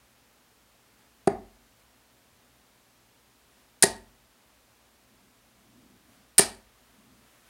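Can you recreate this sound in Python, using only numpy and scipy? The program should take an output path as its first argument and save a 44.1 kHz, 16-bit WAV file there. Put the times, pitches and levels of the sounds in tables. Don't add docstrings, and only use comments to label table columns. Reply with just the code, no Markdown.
import sys
import numpy as np
from scipy import signal
from scipy.fft import rfft, irfft
from scipy.io import wavfile
from scipy.ndimage import uniform_filter1d

SR = 44100
rng = np.random.default_rng(int(sys.argv[2]) if len(sys.argv) > 2 else 0)


def dump(signal):
    limited = np.clip(np.atleast_2d(signal).T, -1, 1)
    pcm = np.round(limited * 32767).astype(np.int16)
    wavfile.write(sys.argv[1], SR, pcm)


def amplitude_ratio(level_db):
    exponent = np.asarray(level_db, float) / 20
    return 10 ** exponent


N = 330377

# (frequency [Hz], t60 [s])
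SHAFT_MODES = [(4430, 0.003), (4700, 0.009), (6750, .008)]
STEM_MODES = [(1740, 0.02), (1870, 0.018)]
# (frequency [Hz], density [dB per Hz])
RASP_SPECTRUM = [(180, -49.5), (300, -15.5), (1150, -17), (1810, -12), (3640, -14), (4520, -10.5),
                 (5080, -8), (7080, -11.5), (9090, -3.5), (16000, -34.5)]


def evened(x):
    return x / np.sqrt(np.mean(x ** 2) + 1e-20)


def read(points, hz):
    f, value = np.transpose(points)
    return np.interp(np.log(hz + 1), np.log(f + 1), value)


def add(mix, start_s, sound):
    part = mix[round(start_s * SR):][:len(sound)]
    part += sound[:len(part)]


def coloured(points, size=N):
    spectrum = rfft(rng.standard_normal(size))
    gain = amplitude_ratio(read(points, np.fft.rfftfreq(size, 1 / SR)))
    return evened(irfft(spectrum * gain, size))


def ring(hz, t60):
    t = np.arange(SR) / SR
    return amplitude_ratio(-60 * t / t60) * np.sin(2 * np.pi * hz * t)


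def swells(rest_db, rows):
    t = np.arange(N) / SR
    rises = sum(amplitude_ratio(2 * db) * np.exp(-2 * ((t - s) / half_s) ** 2) for s, half_s, db in rows)
    return np.sqrt(amplitude_ratio(2 * rest_db) + rises)


def thud(start_s, entry_db, stop_db, local_hz, local_db):
    # (frequency [Hz], level [dB], t60 [s])
    disc_modes = [(393, 0, .055), (530, -8, .018), (670, -16, .07), (736, -11, .04), (870, -17, .05)]
    # (frequency [Hz], level [dB], t60 [s])
    frame_modes = [(205, -23.5, .09), (234.5, -32, 0.15), (274, -11, 0.0027), (930, -21, .025),
                   (1200, -24.5, 0.02), (1430, -19, 0.043), (1830, -18.5, .02), (2370, -14, 0.0082),
                   (2750, -16, 0.0088)]
    stop_s, rebound_s = 0.00214, 0.00375
    rebound_db = -4
    t = np.arange(400) / SR

    def jolt(at_s, wide_s):
        return np.sin(np.pi * np.clip((t - at_s) / wide_s, 0, 1)) ** 2 / (wide_s * SR / 2)

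    recoil = jolt(stop_s, 0.0006) + amplitude_ratio(rebound_db) * jolt(rebound_s, 0.0007)
    force = amplitude_ratio(entry_db) * jolt(0, 0.0008) - amplitude_ratio(stop_db) * recoil
    modes = sum(amplitude_ratio(db) * ring(hz, t60) for hz, db, t60 in disc_modes + frame_modes)
    modes = modes + amplitude_ratio(local_db) * ring(local_hz, 0.046)
    modes = signal.lfilter(*signal.butter(3, 160, "high", fs=SR), modes)
    blow = signal.fftconvolve(force, modes)[:SR]
    return start_s, blow + boom(stop_db + 8) + settle(stop_db, 0.52 * entry_db)


def settle(stop_db, push_db):
    t = np.arange(SR) / SR
    band = signal.butter(2, [1450, 2100], "band", fs=SR, output="sos")
    buzz = evened(signal.sosfilt(band, rng.standard_normal(len(t))))
    buzz = amplitude_ratio(-36 - 60 * t / 0.3) * (1 - np.exp(-t / 0.0032)) * buzz
    panel = ring(212, 0.5) + ring(237, 0.5) + 0.8 * ring(390, 0.4) + 0.4 * ring(680, 0.4)
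    panel = amplitude_ratio(-29) * panel * (1 - np.exp(-(t / 0.06) ** 2))
    push = amplitude_ratio(push_db - 23) * np.sin(2 * np.pi * np.clip(t / 0.009, 0, 1))
    return amplitude_ratio(stop_db) * (buzz + panel) - push


def boom(level_db, t60_share=1):
    # (frequency [Hz], level [dB], t60 [s])
    air_modes = [(46.9, -43, .8), (58, -45.5, 0.64), (90, -36.5, .45), (111.4, -42, .3)]
    swell = 1 - np.exp(-np.arange(SR) / SR / 0.06)
    return amplitude_ratio(level_db) * swell * sum(amplitude_ratio(db) * ring(hz, t60 * t60_share) for hz, db, t60 in air_modes)


def slide(start_s, length_s, first_db, last_db, rattle_db):
    let_go_s, fade_db_per_s = 0.0032, 219.5
    t = np.arange(12000) / SR
    lumps = evened(uniform_filter1d(rng.standard_normal(len(t)), size=40))
    grip = amplitude_ratio(3 * lumps) * (1 - np.exp(-t / 0.0005))
    stop_s = length_s + let_go_s
    level_db = np.interp(t, [0, length_s, stop_s], [first_db, last_db, rattle_db])
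    level_db = level_db - fade_db_per_s * np.maximum(t - stop_s, 0)
    return start_s, chatter(amplitude_ratio(level_db) * grip * coloured(RASP_SPECTRUM, size=len(t)))


def chatter(x):
    modes = sum(ring(hz, 1.5 * t60)[:2000] for hz, t60 in SHAFT_MODES[:2] + STEM_MODES[1:])
    modes = modes + amplitude_ratio(2) * (ring(620, 0.025) + ring(880, 0.025))[:2000]
    return x + amplitude_ratio(-5) * signal.fftconvolve(x, modes / np.linalg.norm(modes))[:len(x)]


def contact(start_s, level_db, length_ms, barrel_hz, knock_db):
    t = np.arange(2000) / SR
    rub = np.sin(np.pi * np.clip(t / (length_ms / 1000), 0, 1)) ** 0.67
    after = signal.lfilter([0.06], [1, -0.95], rub)
    barrel = after * np.sin(2 * np.pi * (barrel_hz * t + rng.random()))
    rasp = amplitude_ratio(-4.5) * after * coloured(RASP_SPECTRUM, size=2000)
    stem_db = 1.4 * knock_db - 5.5
    shaft = amplitude_ratio(knock_db - 3.5) * sum(ring(*mode)[:2000] for mode in SHAFT_MODES)
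    stem = amplitude_ratio(stem_db - 3.5) * sum(ring(*mode)[:2000] for mode in STEM_MODES)
    rise = 1 - np.exp(-t / 0.00028)
    return start_s, amplitude_ratio(level_db) * (barrel + rasp + rise * (shaft + stem))


def tap(start_s, level_db):
    barrel_hz = 9200 + 570 * rng.standard_normal()
    return contact(start_s, level_db, length_ms=1.1, barrel_hz=barrel_hz, knock_db=-6)


def room(x):
    # (frequency [Hz], t60 [s])
    decay = [(100, 0.07), (250, .4), (700, 0.35), (1900, 0.35), (5000, .23), (12800, 0.1)]
    # (frequency [Hz], level [dB])
    tone = [(100, -2), (150, -8), (230, 7), (330, -9), (420, -6.5), (570, 4), (720, -2.5), (880, 6),
            (1300, -1), (1800, -6), (3000, -2.5), (5000, -0.5), (9000, -4.5), (15000, -4)]
    # (delay [ms], level [dB])
    echoes = [(20, -24), (27.5, -28.5), (41, -25)]
    taps = np.zeros(SR)
    at = np.arange(200, SR - 20, 20)
    taps[at + rng.integers(0, 20, len(at))] = rng.choice([-1., 1.], len(at))
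    hz, t, z = signal.stft(taps, SR, nperseg=512)
    z = z * amplitude_ratio(read(tone, hz)[:, None] - 60 * t / read(decay, hz)[:, None])
    tail = signal.istft(z, SR, nperseg=512)[1]
    tail = tail * (1 - np.exp(-(np.arange(len(tail)) / SR / 0.015) ** 2))
    tail = amplitude_ratio(-18) * tail / np.linalg.norm(tail)
    for delay_ms, db in echoes:
        add(tail, delay_ms / 1000, amplitude_ratio(db) * np.hanning(9) / 4)
    return signal.fftconvolve(x, tail)[:N]


def traffic():
    # (frequency [Hz], width [Hz], level [dB])
    resonances = [(110, 50, -4.5), (199, 55, 0), (255, 60, 3), (350, 120, -8.5)]
    # (loudest time [s], half length [s], level [dB])
    passes = [
        (0.996, 0.15, -70),
        (2.55, 0.48, -71.5),
        (3.56, 0.1, -69.5),
        (5.226, 0.22, -65.5),
        (5.831, 0.23, -58),
        (6.15, 0.11, -63.5),
        (7.096, .2, -60),
    ]
    hz = np.geomspace(30, 2000, 200)
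    shape = sum(amplitude_ratio(db) / (1 + ((hz - f) / (wide_hz / 2)) ** 2) for f, wide_hz, db in resonances)
    rumble = coloured(np.transpose([hz, 20 * np.log10(shape)]))
    return amplitude_ratio(-3) * rumble * swells(-80.5, passes)


def sleeve():
    # (frequency [Hz], density [dB per Hz])
    cloth = [(300, -2.5), (1000, 4), (3000, -1), (6000, -9), (10000, -5), (14000, -11)]
    # (loudest time [s], half length [s], level [dB])
    swings = [
        (1.016, 0.077, -68),
        (1.8, 0.045, -70),
        (3.57, .1, -68),
        (6.151, .1, -65.5),
        (6.902, 0.21, -68),
        (7.334, 0.22, -65),
        (7.49, .05, -62.5),
    ]
    return coloured(cloth) * swells(-77.5, swings)


def mains_hum():
    # (frequency [Hz], level [dB])
    tones = [(59.2, -76), (118.4, -78)]
    t = np.arange(N) / SR
    return sum(amplitude_ratio(db + 1.5) * np.sin(2 * np.pi * hz * t) for hz, db in tones)


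def amplifier_hiss():
    # (frequency [Hz], density [dB per Hz])
    spectrum = [(20, -23), (40, -5), (58, -2), (73, -5), (88, -12), (117, -1), (150, -11.5), (244, -2.5),
                (300, -8), (690, -8), (3000, -14), (15800, -21.5), (16600, -22.5)]
    return amplitude_ratio(-63) * coloured(spectrum)


def scene():
    # (tip entry time [s], entry level [dB], stop level [dB], local mode [Hz], its level [dB])
    landings = [
        (1.2736, -14, -8, 780, -9),
        (3.8360, -24, -9, 890, -9),
        (6.3928, -26, -10.5, 860, -12),
    ]
    # (start [s], length [s], first level [dB], last level [dB], rattle level [dB])
    slides = [
        (1.2736, 0.0036, -29, -35, -58),
        (3.8240, .016, -21.5, -13.5, -31.5),
        (6.3816, .0155, -27.5, -19, -27),
    ]
    # (time [s], level [dB], length [ms], barrel ring [Hz], knock level [dB])
    scrapes = [(1.2727, -29.5, 0.91, 9640, -6), (1.275, -31.5, 1.7, 8900, -1),
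               (1.2780, -36.5, 2.47, 9940, 9.5), (3.8242, -1.5, 1.9, 9540, -13.5),
               (3.8259, -8.5, 2.2, 8770, -9.5), (3.8285, -14, 1.5, 8700, -11),
               (3.8318, -11.5, 1.5, 7200, 5.5), (3.8358, -5, 1.6, 10900, -7),
               (3.8397, -17, 1.2, 9400, -6.5), (3.8423, -17.5, 2.0, 8890, -6.5),
               (6.3807, -9, 0.9, 11400, -16), (6.3818, 2, 1.55, 9200, -17), (6.3842, 0.5, 3.3, 8890, -15.5),
               (6.387, -11, 2.3, 9800, -7.5), (6.3914, -1, 1.6, 8980, -12.5), (6.3934, -6, 1.5, 10160, -8),
               (6.397, -18, 2.0, 10500, -2)]
    # (time [s], level [dB])
    touches = [(3.845, -23.5), (3.8626, -27.5), (3.8718, -24.5), (6.398, -21), (6.4073, -21.5),
               (6.4096, -19), (6.4154, -20.5), (6.4185, -26.5), (6.4205, -21), (6.425, -20),
               (6.4324, -25.5)]
    # (time [s], level [dB])
    footfalls = [
        (2.322, -13),
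        (5.2, -22),
        (5.622, -26),
        (6.098, -25.5),
    ]
    darts = np.zeros(N)
    for source, table in ((thud, landings), (slide, slides), (contact, scrapes), (tap, touches)):
        for row in table:
            add(darts, *source(*row))
    for start_s, level_db in footfalls:
        add(darts, start_s, boom(level_db, t60_share=0.37))
    background = traffic() + sleeve() + mains_hum() + amplifier_hiss()
    return (darts + room(darts) + background)[None]


def low_pass(x):
    return signal.sosfilt(signal.butter(12, 16870, fs=SR, output="sos"), x)


def record(dry):
    full_scale = 0.5
    clipped = np.clip(signal.resample_poly(dry, 160, 147, axis=1), -full_scale, full_scale)
    clipped = signal.resample_poly(clipped, 147, 160, axis=1)[:, :N]
    clipped = signal.lfilter(*signal.butter(1, 25, "high", fs=SR), clipped)
    lowpass = signal.firwin(191, 16200, window=("kaiser", 8), fs=SR)
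    return low_pass(signal.oaconvolve(clipped, lowpass[None], "same"))


dry = scene()
out = record(dry)
dump(out)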